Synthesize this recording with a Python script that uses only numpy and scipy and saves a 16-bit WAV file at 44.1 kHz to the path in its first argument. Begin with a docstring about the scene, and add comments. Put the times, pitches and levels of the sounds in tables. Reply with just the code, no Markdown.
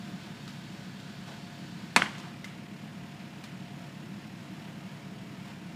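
"""A tree limb breaks with one sharp double crack, heard across a lawn; the house fronts throw it back.
Two diesel engines, the crane's and a smaller one, run steadily and beat against each other.
A far saw hisses in the cut and runs down once the limb has let go.
Twigs snap among brief rustles and a soft scuff like a footstep; puffs of air bump the microphone."""
import sys
import numpy as np
from scipy import signal
from scipy.fft import rfft, irfft, next_fast_len
from scipy.io import wavfile
from scipy.ndimage import map_coordinates

SR = 44100
rng = np.random.default_rng(int(sys.argv[2]) if len(sys.argv) > 2 else 0)


def master_out(mix):
    """Clip the mix to full scale and print it as 16-bit PCM to the path in sys.argv[1]."""
    frames = np.transpose(np.atleast_2d(mix))
    ceiling = np.clip(frames, -1, 1)
    pcm = np.round(ceiling * 32767).astype(np.int16)
    wavfile.write(sys.argv[1], SR, pcm)


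N = 253575
TIME = np.arange(N) / SR


# the limb's first break, from across the lawn: (frequency [Hz], relative level [dB])
SPLIT_SPECTRUM = [(60, -57), (110, -26.5), (180, -7), (270, -4), (420, -7), (650, 1.5), (820, -4.5),
                  (980, 6.5), (1130, -2.5), (1450, 3.5), (1900, 0.5), (2400, 5.5), (2900, -7), (4400, -6.5),
                  (5200, -12.5), (8500, -12.5), (11000, -22), (15000, -41)]
# the duller second break, at the hinge of wood: (frequency [Hz], relative level [dB])
HINGE_SPECTRUM = [(50, -52), (180, -17), (400, -20), (800, -12), (1550, 4.5), (2100, -1.5), (2500, -10),
                  (3050, -2), (3700, -21), (5500, -37), (15000, -67)]
# the crack scattered by foliage and houses: (frequency [Hz], relative level [dB])
SCATTER_SPECTRUM = [(60, -28), (180, 11), (300, -1.5), (450, -7.5), (980, 0), (1550, -3), (2200, -2.5),
                    (3000, -5.5), (5000, -14.5), (8000, -20.5), (11000, -29.5), (15000, -47)]

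def limb(split_s=1.9624, hinge_s=2.0207):
    """Across the lawn the limb splits, the trunk thuds, and the last hinge of wood creaks and parts."""
    burst = 1.25 * snap(split_s, t60=0.046, click=0)
    burst += tearing(split_s + .0001, gap_s=0.0011, first=9.5, shrink=0.64)
    split = amp(-13) * struck(burst, SPLIT_SPECTRUM)
    thud_time = TIME - split_s - .009
    thud = amp(-23.5) * np.sin(2 * np.pi * 212 * thud_time) * np.exp(-(thud_time / 0.0062) ** 2)
    creak = amp(-2.5) * snap(hinge_s - .0025, t60=0.02, click=1)
    hinge = amp(-19) * struck(snap(hinge_s, t60=0.013, click=18) + creak, HINGE_SPECTRUM)
    # foliage scatters both breaks quickly; the houses hold a longer, faint tail
    foliage = amp(-23.8) * fade(split_s + 0.0041, t60=0.17) + amp(-35) * fade(hinge_s, t60=0.16)
    tail = amp(-37) * fade(split_s + 0.01, t60=1.0)
    return split + thud + hinge + house_echoes(hinge) + (foliage + tail) * noise(SCATTER_SPECTRUM)


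def snap(start_s, t60, click):
    """One sharp release followed by a short burst of tearing fibres."""
    fibres = rng.standard_normal(N) * fade(start_s, t60)
    fibres[round(start_s * SR)] += click
    return fibres


def tearing(start_s, gap_s, first, shrink, count=10):
    """Bundles of fibres let go in quick succession, each weaker than the last."""
    bundle = np.arange(count)
    times = start_s + gap_s * (bundle + 0.11 * rng.standard_normal(count))
    return np.bincount(np.round(times * SR).astype(int), first * shrink ** bundle, N)


# a nearer and a farther house front answer the crack: (delay [s], relative level [dB])
HOUSE_FRONTS = [(0.039, -11.5), (0.13, -21)]

def house_echoes(x):
    """Echoes from the house fronts, dulled and smeared by eaves and hedges."""
    smear = rng.standard_normal(SR // 20) * fade(0, t60=0.052)[:SR // 20]
    spread = signal.fftconvolve(x, smear / np.linalg.norm(smear))[:N]

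    def reflections(f):
        return sum(amp(db) * np.exp(-2j * np.pi * f * delay) for delay, db in HOUSE_FRONTS)
    return filtered(spread, lambda f: reflections(f) / (1 + 1j * f / 2500))


# exhaust tones of the idling crane: (multiple of the cycle rate, level [dB])
CRANE_ORDERS = [(6, -69.5), (9, -59), (10, -70), (12, -54.5), (13, -58.5), (14, -72), (15, -58.5),
                (16, -60), (17, -56.5), (18, -77.5), (19, -64)]
# exhaust tones of the smaller, faster diesel: (multiple of the cycle rate, level [dB])
SMALL_ORDERS = [(5, -63.5), (6, -61), (7, -55), (8, -67), (9, -54), (10, -60), (12, -61), (13, -60.5),
                (15, -61.5), (23, -77), (27, -88), (28, -73), (29, -75), (33, -68), (35, -64), (36, -73)]
# steady, slightly wavering engine hums: (frequency [Hz], level [dB])
ENGINE_HUMS = [(218.7, -60.5), (425, -70.5), (173.8, -60)]
# rumble of uneven combustion in the exhausts: (frequency [Hz], relative level [dB])
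RUMBLE_SPECTRUM = [(25, -26), (60, -21), (95, -30), (135, -6), (165, -6.5), (190, 4), (225, -6), (265, -12),
                   (320, -5.5), (400, -19), (600, -36), (1500, -49.5)]

def engines(crane_hz=12.4, small_hz=20.07):
    """Two diesels at constant load over the lawn: beating exhaust tones, hums, rumble and clatter."""
    crane, small = cycles(crane_hz, hunt=0.00056), cycles(small_hz, hunt=.0013)
    tones = drone(crane, CRANE_ORDERS, waver_db=1.5) + drone(small, SMALL_ORDERS, waver_db=2.24)
    hums = sum(drone(cycles(hz, hunt=0.0019), [(1, db)], waver_db=4) for hz, db in ENGINE_HUMS)
    # unequal cylinders make the rumble chug once a cycle
    chug = pulsing(small, sharp=0.27) * pulsing(crane, sharp=0.14)
    throb_db = 1.5 * wobble(per_s=4)
    rumble = amp(-49 + throb_db) * noise(RUMBLE_SPECTRUM) * chug
    return tones + hums + rumble + detours(block_clatter(crane, small), echo_db=-13)


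def drone(turns, orders, waver_db):
    """Engine harmonics, each wavering on its way over the lawn."""
    tones = np.zeros(N)
    for order, db in orders:
        level_db = db + waver_db * wobble(per_s=4.056)
        tones += amp(level_db) * np.sin(2 * np.pi * (order * turns + rng.random()))
    return np.sqrt(2) * tones


# clatter of the engine blocks: (frequency [Hz], relative level [dB])
CLATTER_SPECTRUM = [(200, -8.5), (370, -5.5), (500, -6), (800, -6.5), (1000, -7), (1150, -9), (1450, -8),
                    (2000, -8), (2900, -10), (3600, -14), (5200, -18.5), (5800, -21.5), (8400, -27.5),
                    (10500, -32.5), (15300, -34.5)]
# narrow rings of the engine casings: (frequency [Hz], width [Hz], relative level [dB])
CASING_MODES = [(707, 38, -1), (927, 98, 0), (2366, 33, -6), (5350, 130, -13), (6800, 160, -11),
                (7510, 86, -13), (9300, 200, -18.5)]

def block_clatter(crane_turns, small_turns, crossover_hz=1800):
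    """At each firing the small engine knocks in the middle band and the crane's injectors tick above."""
    knock = noise(CLATTER_SPECTRUM) * pulsing(2 * small_turns, sharp=0.19)
    knock = filtered(knock, lambda f: f / (f + 100) / np.hypot(1, (f / crossover_hz) ** 2))
    tick = noise(CLATTER_SPECTRUM) * pulsing(3 * crane_turns, sharp=0.17)
    tick = filtered(tick, lambda f: 1 / np.hypot(1, (crossover_hz / (f + 1)) ** 2))
    sway_db = 0.4 * wobble(per_s=1.95)  # slow sway in the breeze
    flutter_db = 0.53 * wobble(per_s=12)
    return amp(-52 + sway_db + flutter_db) * unit(knock + tick + amp(-12) * ringing(CASING_MODES))


# hiss of the chain in the cut, from far off: (frequency [Hz], relative level [dB])
SAW_SPECTRUM = [(400, -40), (1250, -24), (1550, 7), (1900, -14), (2400, -8), (3200, 4.5), (4400, 1.5),
                (5800, -7.5), (7200, -6), (10000, -22), (15000, -26)]
# narrow rings of the saw's bar and the trunk: (frequency [Hz], width [Hz], relative level [dB])
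SAW_MODES = [(1507, 31, 6.5), (1544, 34, 5), (1670, 53, 6.5), (3560, 90, -7), (4520, 130, 1.5),
             (5330, 140, -6)]

def saw(tooth_hz=185, stop_s=2.25, release_db_per_s=95):
    """The far chain rasps through the wood, its teeth chopping the hiss, then dies away."""
    teeth = pulsing(cycles(tooth_hz, hunt=0.026), sharp=0.12)
    rasp = amp(-3) * noise(SAW_SPECTRUM) * teeth + amp(-5.5) * ringing(SAW_MODES)
    level_db = -56.5 - release_db_per_s * np.maximum(TIME - stop_s, 0)
    flutter_db = 0.55 * wobble(per_s=13)
    return detours(amp(level_db + flutter_db) * rasp, echo_db=-5.5)


# twigs breaking: (time [s], relative level [dB], knock pitch [Hz], knock offset [dB])
TWIG_SNAPS = [(.478, -33.5, 1270, -7), (1.0004, -39, 1500, -18), (2.182, -35, 4000, -20),
              (2.1994, -36, 4000, -12), (2.4438, -29.5, 2080, 0), (3.4393, -30.5, 2380, -8)]
# crackle of a dry twig: (frequency [Hz], relative level [dB])
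TWIG_SPECTRUM = [(300, -26), (900, 2), (1700, 1.5), (2200, -9), (2800, 2), (4500, -1), (8000, -9),
                 (15000, -24)]

def twigs():
    """Small dry snaps, each with a woody knock and a short rattle of leaves."""
    out = np.zeros(N)
    for start_s, db, knock_hz, knock_db in TWIG_SNAPS:
        crack = snap(start_s, t60=0.019, click=3)
        rattle = 0.54 * snap(start_s, t60=0.15, click=0)
        crackle = struck(crack + rattle, TWIG_SPECTRUM)
        knock = np.sin(2 * np.pi * knock_hz * (TIME - start_s)) * fade(start_s, t60=0.037)
        out += amp(db - 10.5) * crackle + amp(db + knock_db - 2.5) * knock
    return out


# a soft scuff like a footstep near 1.3 s, and brief rustles: (time [s], level [dB], band centre [Hz])
SCUFF_AND_RUSTLES = [(.485, -57, 3480), (1.288, -49.5, 760), (1.28, -53.5, 3180), (2.24, -52, 1110),
                     (2.48, -51, 1960), (3.2, -59, 2380)]

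def scuff_and_rustles():
    """A soft scuff and brief rustles, each a band of noise that rises quickly and fades more slowly."""
    return sum(amp(db) * swell(s, hz, attack_s=.012, release_s=.075) for s, db, hz in SCUFF_AND_RUSTLES)


# air right on the microphone: (time [s], level [dB])
AIR_PUFFS = [(1.205, -60), (1.37, -66), (2.1, -65), (3.02, -61), (4.98, -61)]

def breeze():
    """Light puffs of air hit the microphone, each a low bump."""
    return sum(amp(db) * swell(s, hz=45, attack_s=.015, release_s=.04) for s, db in AIR_PUFFS)


def detours(x, echo_db, count=10):
    """Short detours by ground and house fronts put fixed ripples on a steady sound's spectrum."""
    delays = rng.integers(SR // 500, SR // 40, count)
    return x + amp(echo_db) * sum(np.roll(x, d) for d in delays) / np.sqrt(count)


def amp(db):
    """Decibels to gain."""
    return 10 ** (np.asarray(db) / 20)


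def unit(x):
    """Scale to rms 1."""
    return x / np.sqrt(np.mean(x ** 2) + 1e-20)


def gain_at(spectrum, f):
    """Gain of a spectrum table at f, interpolated on a log frequency axis."""
    hz, db = np.transpose(spectrum)
    return amp(np.interp(np.log(f + 1), np.log(hz + 1), db))


def wobble(per_s):
    """A smooth random curve with per_s knots a second."""
    return map_coordinates(rng.standard_normal(int(N * per_s / SR) + 4), [TIME * per_s])


def cycles(hz, hunt):
    """Cycles counted by an engine whose governor hunts slightly."""
    return np.cumsum(hz * (1 + hunt * wobble(per_s=4.95))) / SR


def pulsing(turns, sharp):
    """A gain of rms 1 that peaks once a turn."""
    return unit(np.exp(sharp * np.cos(2 * np.pi * turns)))


def fade(start_s, t60):
    """An envelope that jumps to 1, then falls 60 dB in t60 seconds."""
    return (TIME >= start_s) * np.exp(-np.log(1000) * np.abs(TIME - start_s) / t60)


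def filtered(x, response):
    """x through a frequency response."""
    size = next_fast_len(N + SR // 2)
    return irfft(rfft(x, size) * response(np.fft.rfftfreq(size, 1 / SR)), size)[:N]


def noise(spectrum):
    """Coloured noise of rms 1."""
    return unit(filtered(rng.standard_normal(N), lambda f: gain_at(spectrum, f)))


def resonance(f, hz, width):
    """Response of one damped mode."""
    return 1j * f * width / (hz * hz - f * f + 1j * f * width)


def ringing(modes):
    """Noise of rms 1 in a few narrow resonances."""
    white = rng.standard_normal(N)
    return unit(filtered(white, lambda f: sum(amp(db) * resonance(f, hz, w) for hz, w, db in modes)))


def swell(peak_s, hz, attack_s, release_s):
    """A soft burst of noise in one broad band."""
    band = unit(filtered(rng.standard_normal(N), lambda f: resonance(f, hz, 1.1 * hz) ** 2))
    age = TIME - peak_s
    return band * np.exp(-(np.minimum(age, 0) / attack_s) ** 2 - np.maximum(age, 0) / release_s)


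def struck(x, spectrum, size=4096):
    """x through a causal colour that keeps white noise at its level."""
    gain = unit(gain_at(spectrum, np.fft.rfftfreq(size, 1 / SR)))
    # minimum phase: nothing rings ahead of the strike
    cepstrum = irfft(np.log(gain + 1e-6))
    cepstrum[1:size // 2] *= 2
    cepstrum[size // 2 + 1:] = 0
    return signal.fftconvolve(x, irfft(np.exp(rfft(cepstrum))))[:N]


def scene():
    """Everything as heard from one spot on the lawn, in mono."""
    return (engines() + saw() + limb() + twigs() + scuff_and_rustles() + breeze())[None]


def record(dry):
    """The microphone loses the deepest bass and keeps nothing above its band limit."""
    low_cut_hz, top_hz = 48, 15400

    def low_cut(f):
        return f ** 2 / (f ** 2 - low_cut_hz ** 2 - 1j * np.sqrt(2) * f * low_cut_hz)
    return filtered(dry[0], lambda f: (f < top_hz) * low_cut(f))[None]


dry = scene()
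out = record(dry)
master_out(out)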